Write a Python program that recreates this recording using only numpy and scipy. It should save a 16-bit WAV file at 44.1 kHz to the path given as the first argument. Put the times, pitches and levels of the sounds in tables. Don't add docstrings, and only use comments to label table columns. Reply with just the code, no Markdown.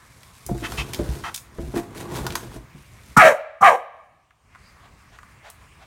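import sys
import numpy as np
from scipy import signal
from scipy.fft import rfft, irfft, next_fast_len
from scipy.io import wavfile
from scipy.ndimage import uniform_filter1d, minimum_filter1d, map_coordinates

SR = 44100
rng = np.random.default_rng(int(sys.argv[2]) if len(sys.argv) > 2 else 0)


def int16_out(signal):
    q = np.round(np.clip(np.atleast_2d(signal).T, -1, 1) * 32767)
    wavfile.write(sys.argv[1], SR, q.astype(np.int16))


N = 258426
T = np.arange(N) / SR

# frequency in Hz, level in dB.
ROOM_TONE_EQ = [(25, -14), (60, -1), (120, -5), (260, -16.5), (450, -21), (850, -19.5), (1100, -13.5),
                (1400, -20), (2200, -18), (3500, -29), (9300, -33), (11000, -40), (16000, -42)]
# frequency in Hz, t60 in seconds.
NEAR_DECAY = [(100, 0.14), (600, 0.22), (2500, 0.089), (10000, 0.23)]
ROOM_DECAY = [(100, 0.18), (380, 0.49), (560, 0.86), (1300, 0.79), (2500, 0.9), (4500, 0.64), (12000, 0.26)]
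# frequency in Hz, gain in dB.
ROOM_EQ = [(100, -7.5), (390, 0), (600, -1.5), (1100, -3), (2500, -6), (3500, -1.5), (14000, -9)]

# start in seconds, level in dB.
PANTS = [(4.483, -63.5), (4.8, -55), (5.1, -52.5), (5.42, -44.5), (5.774, -52)]
# frequency in Hz, level in dB.
EXHALE_EQ = [(260, -54), (450, -12), (506, -25), (612, -3), (1020, -11.5), (1540, -12.5), (2470, -17.5),
             (3720, -18.5), (4990, -28), (6600, -28), (15000, -47)]
INHALE_EQ = [(500, -30), (1100, 7), (2200, 0), (3500, -7), (8500, -9.5), (15000, -22)]
# start and length in seconds, level in dB, pitch in Hz.
WHISTLES = [(4.627, 0.094, -61, 4700)]
# start in seconds, level in dB, base of the resonances in Hz.
SMACKS = [(4.307, -34, 1400), (4.549, -35.5, 1200), (4.556, -35, 1170), (5.187, -32.5, 1290),
          (5.231, -34, 1300)]
# start, length and attack in seconds, level in dB, nostril resonance in Hz.
SNORTS = [(0.624, 0.049, 0.027, -27.5, 1850), (0.718, 0.061, 0.0094, -50, 1290),
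          (.772, 0.055, 0.015, -27, 2410), (1.236, 0.068, 0.0039, -31, 1600)]
# centre and width in Hz, gain in dB.
NOSE_PEAKS = [(740, 190, 5), (1197, 350, 1.5), (1920, 180, -2.5), (2604, 110, 0), (3090, 114, 4),
              (5940, 6500, -8)]

# frequency in Hz, level in dB, nominal ring time in seconds.
BALLOON_MODES = [(131.5, -5.5, 0.48), (182, -6.5, 0.15), (231, -3.5, 0.12), (291, -5, 0.13),
                 (345, -1, 0.22), (421, -6, 0.086), (516, -10, 0.078), (610, -8.5, 0.14), (670, -8.5, 0.25),
                 (827, -7.5, .1), (959, -13, 0.052), (1120, -9.5, 0.071), (1300, -29, 0.087),
                 (1730, -20, 0.21)]
# time in seconds, hum level and hiss level in dB.
HISS_THEN_FUR = [(0.0, -65, -62), (0.512, -58, -55), (0.646, -45.5, -49.5), (0.752, -37.5, -43),
                 (0.852, -43, -53), (1.132, -40.5, -48.5), (1.26, -48, -55), (1.378, -60, -59),
                 (1.5, -56.5, -76.5)]
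HAND_THEN_HISS = [(1.5, -57, -75), (1.606, -51, -53.5), (1.758, -47, -60.5), (2.022, -39.5, -66),
                  (2.174, -30.5, -39.5), (2.258, -35, -53.5), (2.406, -40.5, -51), (2.544, -48.5, -63),
                  (2.678, -57, -75), (2.784, -58.5, -62), (2.918, -60, -63), (3.16, -55, -56)]
# start and length in seconds, hum level and hiss level in dB.
SKIDS = [(1.742, 0.069, -32.5, -45.5), (1.943, .1, -45, -46), (2.509, .08, -47.5, -55)]
# frequency in Hz, level in dB.
HISS_EQ = [(1470, -37), (2500, -7.5), (3080, -5.5), (3520, 0), (4370, -1), (9150, -2.5), (13200, -8),
           (16000, -16.5)]
# start in seconds, level in dB, brightness in Hz.
TICKS = [(0.2319, -36, 2800), (0.4643, -21, 8940), (0.9343, -16.5, 3270), (0.9454, -16, 3600),
         (1.3433, -19, 6350), (1.3464, -16, 5050), (1.3604, -18.5, 7350), (1.3768, -23, 3650),
         (2.3047, -22, 2260), (2.3231, -20.5, 2060), (2.3754, -29, 1520), (5.5009, -29.5, 8900)]
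# start in seconds, level in dB.
PLUCKS = [(0.72, -21), (2.266, -13.5), (2.354, -10)]
# start in seconds, skin level and air push in dB, brightness in Hz.
BUMPS = [(0.463, -30.5, -40, 123), (0.489, -18.5, -29, 313), (0.511, -16, -38, 124), (0.548, -24, -31, 328),
         (0.62, -22.5, -39, 237), (0.783, -28, -26, 124), (0.991, -13.5, -26, 335),
         (1.011, -18.5, -33, 125), (1.087, -22, -18.5, 135), (1.584, -21, -31, 340),
         (1.63, -29, -27.5, 172), (1.676, -28, -33, 129), (1.738, -16.5, -52, 352), (1.76, -15, -39, 352),
         (1.902, -43, -55, 145), (2.203, -25, -32, 137), (2.427, -26, -53, 264), (2.56, -24.5, -37.5, 227),
         (2.749, -35.5, -46.5, 132)]

# start in seconds, effort in dB, attack, hold and tail in seconds, opening pitch in Hz,
# seconds until the jaw closes, throat level in dB with the jaw open and closed, rasp in dB.
BARKS = [(3.165, 8, .005, 0.12, 0.049, 437.8, .055, -8, 12, 4),
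         (3.606, 7, .022, .08, .08, 402.9, .071, -3.5, 1.5, -4.5)]
# start in seconds, level in dB, nominal pitch in Hz.
CHEST_THUMPS = [(3.167, 2.5, 192), (3.608, -16.5, 199)]
# centre and width in Hz, gain in dB.
RASP_PEAKS = [(1637, 260, 9.5), (1886, 500, -6), (2100, 160, -10.5), (2304, 220, 2.5), (2610, 160, -3),
              (3290, 580, -13.5), (3680, 330, -13.5)]
# frequency in Hz, level in dB.
BARK_BREATH_EQ = [(50, -5.5), (140, 15.5), (280, 15), (600, 0), (2800, -10), (4000, 0.5), (4900, -5),
                  (5600, 5), (6400, 3), (7300, 3.5), (9700, -0.5), (16000, -10)]


def amp(db):
    return 10 ** (np.asarray(db) / 20)


def unit(x):
    return x / np.sqrt(np.mean(x ** 2) + 1e-20)


def add(track, s, sound):
    part = track[round(s * SR):][:len(sound)]
    part += sound[:len(part)]


def along(points, hz):
    f, v = np.transpose(points)
    return np.interp(np.log(hz + 1), np.log(f + 1), v)


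def wobble(rate, size):
    return map_coordinates(rng.standard_normal(int(size * rate / SR) + 4), [np.arange(size) * rate / SR])


def filtered(x, response):
    m = next_fast_len(len(x) + 8192)
    return irfft(rfft(x, m) * response(np.fft.rfftfreq(m, 1 / SR)), m)[:len(x)]


def coloured(x, eq):
    return unit(filtered(x, lambda f: amp(along(eq, f))))


def resonate(x, peaks):
    return unit(filtered(x, lambda f: sum((-1) ** k * amp(db) * 1j * f * w / (c * c - f * f + 1j * f * w)
                                          for k, (c, w, db) in enumerate(peaks))))


def glide(x, hz, width_hz):
    turn = np.exp(2j * np.pi * np.cumsum(hz) / SR)
    band = signal.sosfilt(signal.butter(2, width_hz / 2, fs=SR, output="sos"), x / turn)
    return np.real(band * turn) / np.sqrt(abs(uniform_filter1d(abs(band) ** 2, size=900)) / 2 + 1e-12)


def swell(length):
    t = np.arange(int(length * SR)) / SR
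    return t, np.sin(np.pi * t / length)


def room_tone(level_db=-53, drift_db=2):
    spectrum = signal.stft(rng.standard_normal(N), nperseg=512)[2]
    patches = uniform_filter1d(rng.standard_normal(spectrum.shape), size=12, axis=0)
    patches = unit(uniform_filter1d(patches, size=18, axis=1))
    noise = signal.istft(spectrum * amp(drift_db * patches), nperseg=512)[1][:N]
    return amp(level_db) * coloured(noise, ROOM_TONE_EQ)


def reverb(x, decay, predelay_s):
    hz, t, spectrum = signal.stft(rng.standard_normal(SR), SR, nperseg=256)
    tail = signal.istft(spectrum * amp(-60 * t / along(decay, hz)[:, None]), SR, nperseg=256)[1]
    tail /= np.sqrt(np.mean(abs(rfft(tail, SR)[500:2500]) ** 2))
    return signal.fftconvolve(x, np.pad(tail, (int(predelay_s * SR), 0)))[:N]


def panting(pant_s=.099, inhale_after_s=.16, inhale_db=-61.5):
    out = np.zeros(N)
    t, shape = swell(pant_s)
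    for s, db in PANTS:
        envelope = amp(db + 1.6 * wobble(120, len(t))) * shape ** 2
        add(out, s, envelope * coloured(rng.standard_normal(len(t)), EXHALE_EQ))
        inhale = coloured(rng.standard_normal(len(t)), INHALE_EQ)
        add(out, s + inhale_after_s, amp(inhale_db) * shape * inhale)
    for s, length, db, hz in WHISTLES:
        t, shape = swell(length)
        whistle = glide(rng.standard_normal(len(t)), np.full(len(t), hz), width_hz=600)
        add(out, s, amp(db) * shape * whistle)
    return out


def lip_smacks(t60=.017):
    out, t = np.zeros(N), np.arange(SR // 20) / SR
    for s, db, hz in SMACKS:
        click = rng.standard_normal(len(t)) * amp(-60 * t / t60)
        smack = resonate(click, [(.916 * hz, 160, 0), (1.19 * hz, 250, -2), (1.5 * hz, 400, -8)])
        add(out, s, amp(db) * smack / abs(smack).max())
    return out


def snorts(flutter_db=1, flap_hz=440, flap_mix=.41):
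    out = np.zeros(N)
    for s, length, attack, db, hz in SNORTS:
        t = np.arange(int(length * SR)) / SR
        shape = np.minimum(t / attack, 1) * np.sqrt(1 - (t / length) ** 2)
        cycles = np.cumsum(flap_hz * (1 + .03 * wobble(150, len(t)))) / SR
        flaps = unit(np.diff(np.floor(cycles), prepend=0))
        air = (rng.standard_normal(len(t)) + flap_mix * flaps) * amp(flutter_db * wobble(280, len(t)))
        add(out, s, amp(db) * shape * resonate(resonate(air, NOSE_PEAKS), [(hz, .37 * hz, 0)]))
    return out


def faders(t):
    s, hum_db, hiss_db = np.transpose(list(HISS_THEN_FUR) + list(HAND_THEN_HISS))
    return np.interp(t, s, hum_db), np.interp(t, s, hiss_db)


def rubbing(hum_db=-2, sway_db=-20, scrape_db=-5, hiss_db=-1, hum_floor_db=-61.5, firm_db=-48.5,
            jerks_per_s=32):
    hum_gain, hiss_gain = amp(faders(T)) * (T < HAND_THEN_HISS[-1][0])
    hum_gain = np.maximum(hum_gain - amp(hum_floor_db), 0)
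    for s, length, low_db, high_db in SKIDS:
        add(hum_gain, s, amp(low_db) * swell(length)[1])
        add(hiss_gain, s, amp(high_db) * swell(length)[1])
    slips = rng.standard_normal(N) * amp(4 * wobble(1500, N) + 1.5 * wobble(90, N))
    jerks = (rng.random(N) < jerks_per_s / SR) & (hum_gain > amp(firm_db))
    slips *= 1 + amp(4.5) * np.convolve(jerks, np.exp(-np.linspace(0, np.pi, SR // 600)))[:N]
    hum = resonate(slips, [(hz, 5 / ring_s, db) for hz, db, ring_s in BALLOON_MODES])
    lumps = rng.standard_normal(N) * amp(3 * wobble(27, N))
    sway = resonate(lumps, [(51.1, 30, -3.5), (108, 63, -1.5)])
    scrape = coloured(slips, [(400, -39), (900, -9.5), (1500, 8), (3000, -4.5), (5000, -21)])
    return (amp(hum_db) * hum_gain * hum
            + amp(sway_db) * hum_gain ** .53 * sway
            + amp(scrape_db) * np.sqrt(hum_gain * hiss_gain) * scrape
            + amp(hiss_db) * hiss_gain * coloured(slips, HISS_EQ))


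def ticks_and_plucks(crack_t60=.0084, shiver_t60=.029, pop_t60=.032, tick_db=-2, pluck_db=-5,
                     pluck_hz=4500, pop_db=1):
    out, t = np.zeros(N), np.arange(SR // 12) / SR
    ticks = [(s, db + tick_db, hz, 0) for s, db, hz in TICKS]
    plucks = [(s, db + pluck_db, pluck_hz, amp(pop_db)) for s, db in PLUCKS]
    envelope = amp(-60 * t / crack_t60) + amp(11.5 - 60 * t / shiver_t60)
    for s, db, bright_hz, pop_gain in ticks + plucks:
        crack_noise, pop_noise = rng.standard_normal((2, len(t)))
        crack = resonate(crack_noise * envelope, [(bright_hz, .85 * bright_hz, 0)])
        pop = resonate(pop_noise * amp(-60 * t / pop_t60), [(1080, 710, 5.5), (1720, 710, -.5)])
        add(out, s, amp(db) * (crack / abs(crack).max() + pop_gain * pop / abs(pop).max()))
    return out


def balloon_hit(db, push_db, bright_hz, push_hz=58, push_t60=.16, attack_s=.0017, slap_db=-5,
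                slap_t60=.062):
    t = np.arange(SR // 5) / SR
    hz, mode_db, ring_s = np.transpose(BALLOON_MODES)[:, :, None]
    scatter, detune = rng.standard_normal((2, len(BALLOON_MODES), 1))
    phase = rng.uniform(0, 2 * np.pi, hz.shape)
    contact = 1 / (1 + (hz / (2.1 * bright_hz)) ** 2.7) / np.sqrt(1 + (.79 * bright_hz / hz) ** 4)
    decay = amp(mode_db + 3.1 * scatter - 60 * t / (.75 * ring_s))
    ring = np.sum(contact * decay * np.sin(2 * np.pi * hz * (1 + .06 * detune) * t + phase), 0)
    slap = filtered(rng.standard_normal(len(t)), lambda f: 1 / (1 + (f / (2 * bright_hz)) ** 2.2))
    slap *= amp(-60 * t / slap_t60)
    skin = (ring / abs(ring).max() + amp(slap_db) * slap / abs(slap).max()) * (1 - np.exp(-t / attack_s))
    push = np.sin(2 * np.pi * push_hz * (1 + .072 * detune[0]) * t)
    push *= amp(-60 * t / push_t60) * (1 - np.exp(-t / .0037))
    return amp(db) * skin + amp(push_db) * push


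def jostles(count=30, per_s=17, spread_db=5.5):
    out = np.zeros(N)
    for k, (late, size) in enumerate(rng.uniform(-1, 1, (count, 2))):
        s = BUMPS[0][0] + (k + 1 + late / 2) / per_s
        db = faders(s)[0] + spread_db * size
        add(out, s, balloon_hit(db + 7, db - 4, bright_hz=304, push_hz=106, push_t60=.071))
    return out


def bumps(skin_trim_db=-2, push_trim_db=5):
    out = np.zeros(N)
    for s, db, push_db, bright_hz in BUMPS:
        add(out, s, balloon_hit(db + skin_trim_db, push_db + push_trim_db, bright_hz))
    return out


def bark_voice(effort_db, attack, hold, tail, opening_hz, jaw_time, open_db, closed_db, strain_db,
               jaw_s=.008, lips_s=.023, closed_hz=309.3, sag_hz_per_s=750, mouth_shut_hz=800,
               jitter=.038, breathiness=.62, teeth_db=-25, chest_db=-35):
    t = np.arange(int((hold + tail) * SR)) / SR
    in_tail = np.maximum(t - hold, 0)
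    jaw = .5 + .5 * np.tanh((t - jaw_time) / (2 * jaw_s))
    lips = 1 - np.exp(-in_tail / lips_s)
    level_db = effort_db - 31 * np.maximum(1 - t / attack, 0)
    level_db -= 6 * (1 - np.exp(-in_tail / .011)) + 9 * in_tail / tail
    pitch = opening_hz + (closed_hz - opening_hz) * jaw - sag_hz_per_s * in_tail
    throat_hz = 2 * pitch
    mouth_hz = 3 * opening_hz * (1 - lips) + mouth_shut_hz * lips
    throat_db = open_db + (closed_db - open_db) * jaw - 4.5 * lips
    rasp_db = strain_db - 20.5 * np.maximum(1 - (t / .045) ** 2, 0) + 2 * jaw - 11.5 * lips
    cycles = np.cumsum(pitch * (1 + jitter * wobble(450, len(t)))) / SR
    pulses = unit(np.diff(np.floor(cycles), prepend=0) * amp(4 * wobble(400, len(t))))
    breath = unit(rng.standard_normal(len(t)) * (2.8 + np.cos(2 * np.pi * cycles)))
    throat = glide(pulses + breathiness * breath, throat_hz, width_hz=200)
    mouth = glide(pulses + 2 * breathiness * breath, mouth_hz, width_hz=280)
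    rasp = resonate(pulses + 3 * breathiness * breath, RASP_PEAKS)
    rasp = unit(filtered(rasp, lambda f: 1 / (1 + (f / 4700) ** 8)))
    voice = amp(throat_db) * throat + amp(-1 * jaw) * mouth + amp(rasp_db) * rasp
    voice /= np.sqrt(1 + amp(throat_db) ** 2 + amp(rasp_db) ** 2)
    voice = filtered(voice, lambda f: 1 - 1 / (1 + (f / 400) ** 6))
    hiss = coloured(breath + .6 * pulses, BARK_BREATH_EQ)
    hiss *= amp(teeth_db + .25 * rasp_db + wobble(95, len(t)))
    chest = amp(chest_db) * np.sin(2 * np.pi * cycles)
    return amp(level_db) * (voice + hiss + chest) * np.clip((t[-1] - t) / .0075, 0, 1)


def barks(spit_db=-9):
    out = np.zeros(N)
    for s, *settings in BARKS:
        add(out, s, bark_voice(*settings))
    t, shape = swell(.022)
    for s, db, hz in CHEST_THUMPS:
        thump = np.sin(2 * np.pi * hz * t * (1.3 - 20 * t))
        spit = amp(spit_db) * coloured(rng.standard_normal(len(t)), BARK_BREATH_EQ)
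        add(out, s, amp(db) * shape * (thump + spit))
    return out


def scene(near_db=-9, room_db=-18):
    direct = (barks() + bumps() + jostles() + rubbing() + ticks_and_plucks()
              + snorts() + panting() + lip_smacks())
    room = filtered(reverb(direct, ROOM_DECAY, predelay_s=.02), lambda f: amp(along(ROOM_EQ, f)))
    bed = room_tone()
    near = reverb(direct, NEAR_DECAY, predelay_s=.003)
    return (direct + amp(near_db) * near + amp(room_db) * room + bed)[None]


def record(dry, low_cut_hz=26, threshold_db=-3.5, hold_s=.73, release_db_per_s=55, makeup_db=1,
           ceiling=.9, high_cut_hz=16000):
    x = signal.sosfilt(signal.butter(2, low_cut_hz, "high", fs=SR, output="sos"), dry[0])
    level_db = 10 * np.log10(abs(uniform_filter1d(x ** 2, size=400)) + 1e-12)
    span = 2 * int(hold_s * SR / 2) + 1
    duck_db = -minimum_filter1d(np.minimum(threshold_db - level_db, 0), span, origin=span // 2)
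    duck_db = np.maximum.accumulate(duck_db + release_db_per_s * T) - release_db_per_s * T
    x = x * amp(makeup_db - duck_db)
    limiter_gain = np.minimum(1, ceiling / (abs(x) + 1e-9))
    x = x * uniform_filter1d(minimum_filter1d(limiter_gain, size=61), size=61)
    return filtered(x, lambda f: 1 / np.sqrt(1 + (f / high_cut_hz) ** 160))[None]


dry = scene()
out = record(dry)
int16_out(out)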